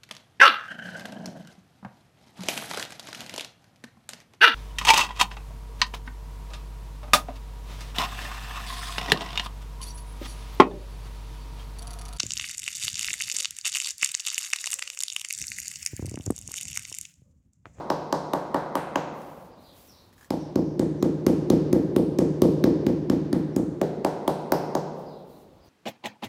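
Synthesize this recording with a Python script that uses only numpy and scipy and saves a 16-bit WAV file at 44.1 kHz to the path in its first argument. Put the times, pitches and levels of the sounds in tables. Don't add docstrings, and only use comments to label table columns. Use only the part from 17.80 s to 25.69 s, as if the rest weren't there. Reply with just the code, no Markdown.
import sys
import numpy as np
from scipy import signal
from scipy.fft import rfft, irfft
from scipy.io import wavfile
from scipy.ndimage import uniform_filter1d

SR = 44100
rng = np.random.default_rng(int(sys.argv[2]) if len(sys.argv) > 2 else 0)


def ratio(d):
    e = np.asarray(d, float) / 20
    return 10 ** e


def waveform_to_disk(signal):
    frames = np.transpose(np.atleast_2d(signal))
    scaled = np.clip(frames, -1, 1) * 32767
    samples = np.round(scaled).astype(np.int16)
    wavfile.write(sys.argv[1], SR, samples)


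N = 347939
LEAD = SR
BLOW_SAMPLES = 2048
HISS_TOP_HZ = 15800
# delay_ms, near_end_db, far_end_db
ECHOES = [(3.3, -9, -14), (10.6, -8, -14), (14.2, -6, -11), (19.5, -12, -15), (25.5, -18, -15),
          (28.5, -18, -20), (31.6, -15, -4), (35.5, -22, -13), (44.5, -30, -13), (65, -30, -10)]


def shape(x, points):
    hz, db = np.transpose(points)
    f = np.arange(len(x) // 2 + 1) * SR / len(x) + 1
    gain_db = np.interp(np.log(f), np.log(hz), db, left=-60, right=-60)
    return irfft(rfft(x) * ratio(gain_db), len(x))


def unit(x):
    return x / np.sqrt(np.mean(x ** 2))


def band(x, lo_hz, hi_hz):
    return signal.sosfilt(signal.butter(2, [lo_hz, min(hi_hz, SR * .45)], "band", fs=SR, output="sos"), x)


def treble_edge(x):
    return signal.sosfilt(signal.ellip(6, .5, 50, HISS_TOP_HZ, fs=SR, output="sos"), x)


def add(track, start_s, sound):
    i = LEAD + int(start_s * SR)
    n = min(len(sound), len(track) - i)
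    track[i:i + n] += sound[:n]


def decay(t60_s, t):
    return np.exp(-np.log(1000) * t / t60_s)


def ring(hz, t60_s, t):
    return np.sin(2 * np.pi * hz * t) * decay(t60_s, t)


def smear(dry_track, diffuse_db, t60_s, direct):
    t = np.arange(SR // 2) / SR
    answer = ratio(diffuse_db) * rng.standard_normal(len(t)) * decay(t60_s, t)
    if direct:
        answer[0] = 1
    return signal.fftconvolve(dry_track, answer)[LEAD:LEAD + N]


def murmur_of_town():
    # hz, db_per_hz
    floor_colour = [(24, -26), (40, 0.5), (84, 3), (495, -8), (650, -14), (727, -10), (1020, -9),
                    (1720, -21), (4070, -22), (6860, -30.5), (9000, -37), (11700, -45), (19800, -120)]
    floor_db, hiss_db = -67, -77.5
    swell = uniform_filter1d(rng.standard_normal(N // 4000 + 1).repeat(4000)[:N], 6000)
    town = ratio(floor_db + 8.5 + 1.5 * swell) * unit(shape(rng.standard_normal(N), floor_colour))
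    return town + ratio(hiss_db) * treble_edge(rng.standard_normal(N))


def sparrows():
    # start_s, length_s, start_hz, end_hz, level_db
    chirps = [(1.7, 0.038, 4930, 4430, -67), (1.762, 0.038, 3870, 4100, -63), (1.82, 0.06, 4600, 4470, -59),
              (1.83, 0.088, 4300, 3210, -58), (2.075, 0.038, 5800, 5190, -54.5),
              (2.1, 0.065, 4900, 3600, -59), (2.165, 0.044, 4600, 3820, -59), (2.561, .09, 6400, 4800, -59),
              (2.83, .06, 6400, 5100, -62), (3.176, 0.04, 6100, 5640, -60), (5.71, .05, 5700, 5300, -65),
              (7.25, 0.043, 4800, 4600, -58), (7.27, 0.11, 4300, 3387, -62), (7.45, 0.14, 4600, 3580, -68),
              (7.8, 0.067, 5000, 4300, -64.5), (7.864, 0.035, 6350, 5570, -64)]
    trill_hz, trill_depth_hz = 90, 330
    birds = np.zeros(LEAD + N)
    for start_s, length_s, start_hz, end_hz, level_db in chirps:
        u = np.linspace(0, 1, int(length_s * SR))
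        trill = trill_depth_hz * np.sin(2 * np.pi * trill_hz * length_s * u)
        hz = start_hz + (end_hz - start_hz) * u + trill
        swell = np.sin(np.pi * u) ** .5
        add(birds, start_s, ratio(level_db) * swell * np.sin(2 * np.pi * np.cumsum(hz) / SR))
    return smear(birds, -30, 0.51, direct=False)


def grit_ticks():
    # start_s, level_db, centre_hz
    ticks = [
        (1.4179, -37, 1500),
        (1.5014, -43, 1500),
        (2.328, -44, 1897),
        (2.38, -40, 1730),
        (2.4106, -37, 1700),
        (2.429, -39, 1680),
        (2.445, -36.5, 1770),
        (2.4613, -49, 1710),
    ]
    t = np.arange(600) / SR
    track = np.zeros(LEAD + N)
    for start_s, level_db, centre_hz in ticks:
        grit = 0.96 * band(rng.standard_normal(len(t)), 220, 9500) * np.exp(-t / 0.0014)
        add(track, start_s, ratio(level_db - 11.0) * (ring(centre_hz, .01, t) + grit))
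    return smear(track, -22.5, 0.12, direct=True)


def rustle():
    # start_s, length_s, level_db
    strokes = [(1.313, 0.43, -65), (1.756, 0.23, -69), (1.913, 0.25, -61), (2.08, 0.27, -71),
               (2.322, .03, -67), (2.33, 0.19, -66), (4.612, .17, -68), (5.285, 0.12, -68.5),
               (5.515, 0.13, -66), (7.128, 0.13, -70), (7.18, 0.32, -76), (7.442, 0.25, -68),
               (7.618, 0.24, -84), (7.82, 0.084, -72.5)]
    # hz, db_per_hz
    rustle_colour = [(500, -16), (1500, 4), (4000, 5), (8000, 3), (12000, 6), (15600, 8), (15850, -25)]
    attack_s, release_s, sag_db_per_s = 0.067, 0.074, -13
    t = np.arange(N) / SR
    gain = np.zeros(N)
    for start_s, length_s, level_db in strokes:
        rise = (t - start_s) / min(attack_s, length_s / 2)
        fall = (start_s + length_s - t) / min(release_s, length_s / 2)
        envelope = np.clip(np.minimum(rise, fall), 0, 1) ** 1.34
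        gain += ratio(level_db + sag_db_per_s * np.clip(t - start_s, 0, length_s)) * envelope
    grain_db = 1.3 * rng.exponential(size=N // 40 + 1).repeat(40)[:N]
    grains = rng.standard_normal(N) * ratio(grain_db)
    return ratio(3.5) * gain * unit(shape(grains, rustle_colour))


def tail():
    # hz, t60_s, level_db
    diffuse = [(65, 1.1, -40), (116, 1.6, -36), (183, 2.55, -38.5), (262, 2.8, -44.5), (347, 1.77, -35),
               (500, 1.88, -33), (965, 1.51, -39), (1500, 1.46, -39.5), (2200, 1.21, -40),
               (3980, 1.2, -41.5), (8000, 0.68, -41.5), (14400, 0.3, -42), (16000, 0.2, -48)]
    # hz, level_db, t60_s
    room_modes = [(71.6, -43, 1.2), (112.4, -51, 0.96), (151.75, -39.5, 1.42), (177.5, -45, 0.91),
                  (206, -66, 0.64), (242, -56.5, 2.4), (284.3, -47, 1.22), (309.9, -42.5, 0.59),
                  (353.6, -44.5, 1.03), (400, -57, 0.31)]
    t = np.arange(int(2.2 * SR)) / SR
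    out = np.zeros(len(t))
    for mode_hz, level_db, t60_s in room_modes:
        out += ratio(level_db - 13.5) * ring(mode_hz, min(t60_s, 2.6), t)
    build = 1 - np.exp(-(t / .011) ** 2)
    build = build * (1 + 1.48 * np.exp(-t / 0.024))
    hz, t60s, levels_db = np.transpose(diffuse)
    for centre_hz in 64 * 2 ** np.arange(0, 8.3, .5):
        level_db = np.interp(np.log(centre_hz), np.log(hz), levels_db)
        t60_s = np.interp(np.log(centre_hz), np.log(hz), t60s)
        noise = band(rng.standard_normal(len(t)), centre_hz * 2 ** -.25, centre_hz * 2 ** .25)
        out += ratio(level_db) * build * noise * decay(t60_s, t)
    return treble_edge(out)


def room(thuds, spread, echo_db):
    early = np.zeros(SR // 10)
    early[(np.array(ECHOES)[:, 0] * SR / 1000).astype(int)] = ratio(echo_db)
    echoes = signal.fftconvolve(thuds, early)[:len(thuds)]
    dulled = signal.lfilter([.2], [1, -.8], echoes)
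    return thuds + dulled + signal.fftconvolve(spread, tail())[:len(thuds)]


def crack(crack_db, top_db, knock_db, noise, luck):
    t = np.arange(len(noise)) / SR
    colour = np.array([
        (700, knock_db + 21), (1200, knock_db + 18.5), (1800, knock_db + 14.5),
        (2700, (crack_db + knock_db) / 2 - 0.5),
        (3800, crack_db - 9.0), (5200, crack_db - 8.5), (6800, crack_db - 13),
        (9000, top_db + 0.5), (12000, top_db - 1), (15200, top_db), (16300, top_db - 10)])
    colour[:, 1] += 2.5 * luck
    burst = (1 - np.exp(-t / .0003)) * (np.exp(-t / .0012) + .13 * np.exp(-t / .009))
    click = np.sqrt(np.sum(burst ** 2)) * (t == 0)
    return ratio(13.5) * burst * shape(noise, colour), ratio(13.5) * shape(click, colour)


def swing(hz, crest_s, rise_s, fall_s, t):
    u = t - crest_s
    glide = u - .35 * rise_s * (np.exp(-u / rise_s) - 1) * np.exp(-crest_s / rise_s / 2)
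    top = u - .15 / hz
    envelope = np.exp(np.where(top < 0, -(top / rise_s) ** 2, -top / fall_s))
    return envelope * np.cos(2 * np.pi * hz * glide)


def thud(thud_db, bedded_hz, hollow_db, hollow_hz, far):
    t = np.arange(BLOW_SAMPLES) / SR
    lag_s, fall_s = (.0045 if far else .0038), .003
    bedded = ratio(4.5) * swing(bedded_hz, lag_s, 0.0019, fall_s, t)
    hollow = -ratio(hollow_db + 12) * swing(hollow_hz, lag_s - .0009, .0016, fall_s / 2.5, t)
    between = -ratio(2 * hollow_db / 3 + 7.5) * swing(502, lag_s - .001, 0.0021, fall_s / 2, t)
    deep = ratio(4.5 if far else 1.5) * swing(185.7, lag_s + 0.00013, 0.004, 0.0019, t)
    upper = ratio(hollow_db + 0.5) * swing(1.74 * hollow_hz, lag_s - .0016, 0.00066, fall_s / 3.3, t)
    return ratio(thud_db) * np.array([bedded, hollow, between, deep, upper])


def taps():
    # start_s, thud_db, crack_db, top_db (against the crack)
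    blows = [(0.1006, -25.5, -20, -22), (0.3251, -25.5, -19.5, -18.5), (0.5336, -25.5, -23.5, -16),
             (0.7433, -25, -23.5, -20), (0.9528, -27.5, -23, -10.5), (1.1564, -26.5, -25, -20),
             (2.504, -22, -24, -17.5), (2.7564, -16, -29.5, -17.5), (2.9935, -16.5, -24, -18.5),
             (3.2253, -15.5, -25, -17), (3.4644, -12.5, -20, -17), (3.7, -11.5, -20, -19.5),
             (3.928, -13, -23.5, -18), (4.162, -13.5, -21.5, -15), (4.386, -14, -22, -18),
             (4.618, -10.5, -18.5, -14.5), (4.8391, -11.5, -19.5, -21), (5.0652, -15.5, -24.5, -21),
             (5.2977, -14.5, -23.5, -20.5), (5.528, -17, -23, -21), (5.762, -17, -28, -14),
             (6.0135, -18.5, -23.5, -19.5), (6.2466, -21, -21, -16.5), (6.4771, -21, -21.5, -13),
             (6.7196, -19.5, -17, -14), (6.9502, -23, -22.5, -19)]
    # time_s, bedded_hz, hollow_hz, hollow_db (against bedded), knock_db (against crack)
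    spots = [(0.3, 315, 825, 1, -23), (0.75, 290, 840, 1, -10.5), (2.2, 304, 820, -1.5, -5),
             (2.52, 285, 760, -13, -23.5), (2.74, 310, 830, -23, -22), (3.8, 330, 770, -28, -17.5),
             (4.7, 345, 880, -23.5, -25.5), (5.1, 283, 810, -26, -19), (5.78, 288, 774, -25, -18.5),
             (6.01, 374, 640, -13.5, -18), (6.24, 328, 747, -4, -23), (6.95, 346, 773, -4, -25.5)]
    # start_s, end_s
    far_end_s = (2.4, 5.9)
    thuds, spread = np.zeros((2, 2, LEAD + N))
    grit = np.zeros(LEAD + N)
    when_s, *spot = np.transpose(spots)
    for start_s, thud_db, crack_db, top_db in blows:
        far = int(far_end_s[0] < start_s < far_end_s[1])
        bedded_hz, hollow_hz, hollow_db, knock_db = (np.interp(start_s, when_s, v) for v in spot)
        noise, luck = rng.standard_normal(BLOW_SAMPLES), rng.standard_normal(11)
        direct, smooth = crack(crack_db, crack_db + top_db, crack_db + knock_db, noise, luck)
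        modes = thud(thud_db, bedded_hz, hollow_db, hollow_hz, far)
        power = np.sum(abs(rfft(np.vstack([modes, smooth]))) ** 2, axis=0)
        push = np.roll(irfft(np.sqrt(power)), BLOW_SAMPLES // 8)
        hit_s = start_s + .0008
        add(grit, hit_s, direct)
        times_s = [hit_s, hit_s - .645] if hit_s < .6 else [hit_s]
        for at_s in times_s:
            add(thuds[far], at_s, modes.sum(axis=0))
            add(spread[far], at_s, push)
    echo_db = np.array(ECHOES)[:, 1:].T
    heard = (grit + sum(map(room, thuds, spread, echo_db)))[LEAD:]
    return signal.sosfilt(signal.butter(6, 64, "high", fs=SR, output="sos"), heard)


def scene():
    return (murmur_of_town() + sparrows() + grit_ticks() + rustle() + taps())[None]


def low_pass(x):
    return signal.sosfilt(signal.butter(12, 17040, fs=SR, output="sos"), x)


def record(dry):
    rounded = np.tanh(1.1 * dry) / 1.1
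    edged = signal.sosfilt(signal.ellip(4, .3, 18, 16000, fs=SR, output="sos"), rounded)
    return low_pass(edged)


dry = scene()
out = record(dry)
waveform_to_disk(out)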